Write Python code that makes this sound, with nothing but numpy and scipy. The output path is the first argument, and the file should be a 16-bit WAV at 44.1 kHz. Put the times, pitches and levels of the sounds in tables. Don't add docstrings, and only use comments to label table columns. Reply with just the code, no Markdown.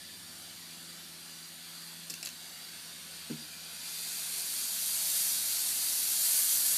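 import sys
import numpy as np
from scipy import signal
from scipy.fft import rfft, irfft, next_fast_len
from scipy.io import wavfile
from scipy.ndimage import uniform_filter1d, map_coordinates

SR = 44100
rng = np.random.default_rng(int(sys.argv[2]) if len(sys.argv) > 2 else 0)


def convert_level_to_amplitude(level_db):
    exponent = np.asarray(level_db, float) / 20
    return 10 ** exponent


def waveform_to_disk(signal):
    frames = np.transpose(np.atleast_2d(signal))
    scaled = np.clip(frames, -1, 1) * 32767
    samples = np.round(scaled).astype(np.int16)
    wavfile.write(sys.argv[1], SR, samples)


N = 298557

# (relative, per Hz)
RUMBLE_SPECTRUM = [(15, -60), (50, -32), (75, -18), (105, -13.5), (130, -15.5), (190, -3), (250, -7),
                   (400, -11.5), (600, -50), (1100, -120)]
# time_s, then rms level_db of the first, second and third multiple of its pitch
HUM_LEVELS = [(0, -69, -68, -72), (.7, -71.5, -60.5, -68), (1.4, -74, -64, -71), (2.0, -75, -59, -67.5),
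              (2.6, -73, -66, -72), (3.2, -68.5, -63, -72), (4.6, -72, -65, -84), (5.35, -67.5, -65.5, -72),
              (5.7, -67.5, -75, -70), (6.3, -72, -73, -72), (6.77, -70, -64, -64)]
# start_s, length_s, first_hz, last_hz, level_db (rms at the fullest)
PASSING_TONES = [(-.6, 1.7, 94.6, 108.7, -73), (3.8, 0.84, 395.5, 403, -71.5)]
# start_s, level_db
THUDS = [(3.299, -27), (2.1, -48)]
# pitch_hz, level_db (relative to the blow), t60_s (time to fall by 60 dB)
BENCH_MODES = [(153, -5, 0.17), (234, 2, 0.12), (255, -2, .09), (303.5, -1.5, 0.14), (394, -7, 0.1),
               (462, -11, 0.07)]
# (relative, per Hz)
PUFF_SPECTRUM = [(60, -40), (140, -6), (230, 0), (450, -9), (600, -22), (2000, -24), (4000, -60)]
# start_s, level_db (base of the snap), snap_hz, low_mode_db
CAP_CONTACTS = [(0.4224, -39, 5700, -56), (0.7097, -38, 5700, -56), (0.8586, -38, 5700, -56),
                (1.544, -37, 9200, -56), (2.0993, -23.5, 5270, -51), (2.1028, -23.5, 5900, -53),
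                (2.105, -24.5, 5250, -52), (2.1076, -29, 7400, -39), (2.1386, -31, 5150, -37),
                (2.1408, -25, 6270, -34.5), (2.2287, -22.5, 5500, -38), (2.2318, -27, 5070, -31),
                (2.251, -25, 7640, -44), (2.2566, -28, 7700, -41), (2.2598, -21, 4740, -54),
                (2.2704, -30, 4800, -41), (2.2723, -24.5, 4300, -39), (2.2756, -29, 4700, -45),
                (2.29, -29, 6860, -37)]
# pitch_hz, t60_s
METAL_MODES = [(2680, 0.011), (11400, 0.0038), (750, .012)]
# centre_hz, width_hz, change_db
SHARED_PEAKS = [(3780, 250, 1), (4300, 340, 2.5), (4770, 280, 5.5), (5070, 270, -4), (8480, 180, -2),
                (8950, 450, 6), (10370, 190, -4), (12950, 290, -9), (14400, 300, 2), (11160, 1200, 2.5)]
# (relative, per Hz)
LEAK_SPECTRUM = [(210, -25), (400, -17), (680, -10), (1100, -12.5), (1500, -6), (2400, -8.5), (3000, -5),
                 (4600, -3), (5200, -7), (8000, -8), (11500, -9.5), (13000, -8.5), (15300, -21.5)]
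# (relative, per Hz)
JET_SPECTRUM = [(210, -45), (420, -28.5), (720, -15.5), (1100, -21), (1550, -14.5), (2400, -12), (3400, -8),
                (4500, -2), (5200, -4.5), (6500, -2.2), (11000, -.2), (13000, -0.5), (15300, -13)]
# time_s, level_db (rms)
JET_FLOW = [(2.8, -66), (3.1, -57.5), (3.6, -55.5), (3.75, -49.5), (3.85, -43), (3.95, -40), (4.25, -38.3),
            (4.45, -35.3), (4.8, -34.2), (4.95, -32), (5.12, -30.9), (5.28, -30.4), (5.4, -32.2),
            (5.9, -31.6), (6.15, -29.5), (6.3, -27.6), (6.55, -27.8), (6.77, -28.8)]
# time_s, hand_ms, bench_ms, wall_ms
BOUNCE_DELAYS = [(0, .88, 1.68, 4.0), (1.9, .88, 1.72, 4.1), (4.1, .88, 1.93, 4.2), (5, .86, 1.86, 4.1)]
BOUNCE_GAINS = [0.046, 0.091, 0.095]
# pitch_hz, t60_s
ROOM_DECAY = [(150, 0.51), (1000, 0.17), (5000, 0.11), (14000, 0.14)]

NEUTRAL_JET_DB = -32


def times():
    return np.arange(N) / SR


def unit(x):
    return x / np.sqrt(np.mean(x ** 2) + 1e-20)


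def along(points, hz):
    f, v = np.transpose(points)
    return np.interp(np.log(hz + 1), np.log(f + 1), v)


def curves(rows):
    s, *columns = np.transpose(rows)
    return [np.interp(times(), s, column) for column in columns]


def wobble(rate):
    points = rng.standard_normal(int(N * rate / SR) + 4)
    return map_coordinates(points, [np.arange(N) * rate / SR])


def swell(start_s, length_s):
    progress = np.clip((times() - start_s) / length_s, 0, 1)
    return np.sqrt(np.abs(np.sin(np.pi * progress))) * (progress < 1), progress


def shaped_noise(spectrum, length):
    weights = convert_level_to_amplitude(along(spectrum, np.fft.rfftfreq(length, 1 / SR)))
    return irfft(rfft(rng.standard_normal(length)) * weights, length)


def rumble():
    noise = shaped_noise(RUMBLE_SPECTRUM, next_fast_len(N))[:N]
    return convert_level_to_amplitude(-64.6 + 1.16 * wobble(3.01)) * unit(noise)


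def motor():
    start_hz, slowing_hz_per_s = 84.1, 0.28
    pitch_hz = start_hz - slowing_hz_per_s * times() + 0.3 * wobble(6)
    phase = 2 * np.pi * np.cumsum(pitch_hz) / SR
    levels_db = curves(HUM_LEVELS)
    levels_db.append(levels_db[2] - 4 + 2 * wobble(1.6))
    hum = np.zeros(N)
    for k, level_db in enumerate(levels_db):
        hum += convert_level_to_amplitude(level_db + 0.8 * wobble(5)) * np.sin((k + 1) * phase + k)
    return np.sqrt(2) * hum


def passing_tones():
    out = np.zeros(N)
    for start_s, length_s, first_hz, last_hz, level_db in PASSING_TONES:
        shape, progress = swell(start_s, length_s)
        pitch_hz = first_hz + (last_hz - first_hz) * progress
        tone = np.sin(2 * np.pi * np.cumsum(pitch_hz) / SR)
        out += convert_level_to_amplitude(level_db + 1.5 * wobble(6.04)) * shape * tone
    return np.sqrt(2) * out


def ring(modes, t, chance, attack_s):
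    out = np.zeros(len(t))
    for (hz, level_db, t60_s), luck in zip(modes, chance):
        out += convert_level_to_amplitude(level_db + 2.1 * luck - 60 * t / t60_s) * np.sin(2 * np.pi * hz * t)
    return out * (1 - np.exp(-t / attack_s))


def thuds():
    puff_db, puff_t60_s = -12, 0.13
    out, t = np.zeros(N + SR), np.arange(SR // 2) / SR
    for start_s, level_db in THUDS:
        chance = 0.27 * rng.standard_normal(len(BENCH_MODES))
        noise = unit(shaped_noise(PUFF_SPECTRUM, len(t)))
        puff = convert_level_to_amplitude(puff_db - 60 * t / puff_t60_s) * (1 - np.exp(-t / 0.004)) * noise
        blow = ring(BENCH_MODES, t, chance, attack_s=0.009) + puff
        out[round(start_s * SR):][:len(t)] += convert_level_to_amplitude(level_db) * blow
    return out[:N]


def ticks():
    chatter_db, chatter_delay_s = -14, 0.005
    out, t = np.zeros(N + SR), np.arange(SR // 20) / SR
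    (low_hz, low_t60_s), (high_hz, high_t60_s), (body_hz, body_t60_s) = METAL_MODES
    for start_s, level_db, snap_hz, low_db in CAP_CONTACTS:
        high_db = level_db - 6.5
        modes = [(snap_hz, level_db + 2, 0.003),
                 (1.37 * snap_hz, level_db + 1.5, 0.0025),
                 (14000, high_db - 3, 0.002),
                 (low_hz, low_db, low_t60_s),
                 (high_hz, high_db, high_t60_s),
                 (body_hz, level_db - 27, body_t60_s)]
        chance = rng.standard_normal(13)
        snap = ring(modes, t, 0.29 * chance[:6], attack_s=0.00008)
        out[round(start_s * SR):][:len(t)] += snap
        late_s = start_s + chatter_delay_s * (0.3 + abs(chance[12]))
        chatter = ring(modes, t, chance[6:12], attack_s=0.00008)
        out[round(late_s * SR):][:len(t)] += convert_level_to_amplitude(chatter_db) * chatter
    return out[:N]


def whistle():
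    pitch_hz, level_db = 2495, -61
    breath = unit(wobble(290) * np.sin(2 * np.pi * pitch_hz * times()))
    shape, _ = swell(2.84, 1.9)
    return convert_level_to_amplitude(level_db) * shape * breath


def hiss(spectrum, streaks_db, peak_share, tilt=0):
    hz, t, z = signal.stft(rng.standard_normal(N), SR, nperseg=512)
    streaks = uniform_filter1d(rng.standard_normal(z.shape), size=2, axis=0)
    streaks = uniform_filter1d(streaks, size=24, axis=1)
    peaks_db = sum(db / (1 + (2 * (hz - centre) / width) ** 4) for centre, width, db in SHARED_PEAKS)
    share = np.interp(t, times(), peak_share + np.zeros(N))
    slope = np.interp(t, times(), tilt + np.zeros(N))
    gain_db = streaks_db * unit(streaks) + along(spectrum, hz)[:, None]
    gain_db += peaks_db[:, None] * share
    gain_db += np.log2(np.maximum(hz, 3300)[:, None] / 8000) * slope
    return unit(signal.istft(z * convert_level_to_amplitude(gain_db), SR, nperseg=512)[1][:N])


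def leak():
    start_db, rise_db_per_s = -48.5, 0.49
    level_db = start_db + rise_db_per_s * times() + 0.32 * wobble(8.3)
    return convert_level_to_amplitude(level_db) * hiss(LEAK_SPECTRUM, streaks_db=1.8, peak_share=0.97)


def jet():
    jet_db, = curves(JET_FLOW)
    over_db = jet_db - NEUTRAL_JET_DB
    eddies = unit(convert_level_to_amplitude(0.45 * wobble(7) + 0.35 * wobble(16) + 0.9 * wobble(500)))
    peak_share = np.clip(0.6 - 0.03 * over_db, 0, 1)
    tilt = 0.38 * np.maximum(over_db, -15)
    return convert_level_to_amplitude(jet_db) * eddies * hiss(JET_SPECTRUM, streaks_db=1.0, peak_share=peak_share, tilt=tilt)


def bounces(x):
    out = x.copy()
    for delay_ms, gain in zip(curves(BOUNCE_DELAYS), BOUNCE_GAINS):
        out += gain * map_coordinates(x, [np.arange(N) - delay_ms * SR / 1000], order=3)
    return out


def room(x):
    hz, t, z = signal.stft(rng.standard_normal(SR // 2), SR, nperseg=256)
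    decay = convert_level_to_amplitude(-60 * t / along(ROOM_DECAY, hz)[:, None])
    tail = signal.istft(z * decay, SR, nperseg=256)[1]
    delayed = np.pad(x, (200, 0))
    return signal.fftconvolve(delayed, tail / np.linalg.norm(tail))[:N]


def scene():
    background = rumble() + motor() + passing_tones()
    wood = thuds()
    metal = bounces(ticks())
    gas = bounces(whistle() + leak() + jet())
    echo = room(convert_level_to_amplitude(-7.5) * gas + convert_level_to_amplitude(-6) * metal + convert_level_to_amplitude(-13) * wood)
    mono = gas + metal + wood + echo + background
    return np.array([mono, mono])


def band_limit(x):
    return signal.sosfilt(signal.butter(12, 15730, fs=SR, output="sos"), x)


def record(dry):
    low_hz, top_hz = 55, 15330
    m = next_fast_len(N + 8192)
    hz = np.fft.rfftfreq(m, 1 / SR)
    bass_cut = (1j * hz / (low_hz + 1j * hz)) ** 2
    kept = irfft(rfft(dry, m) * (hz < top_hz) * bass_cut, m)[:, :N]
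    return band_limit(kept)


dry = scene()
out = record(dry)
waveform_to_disk(out)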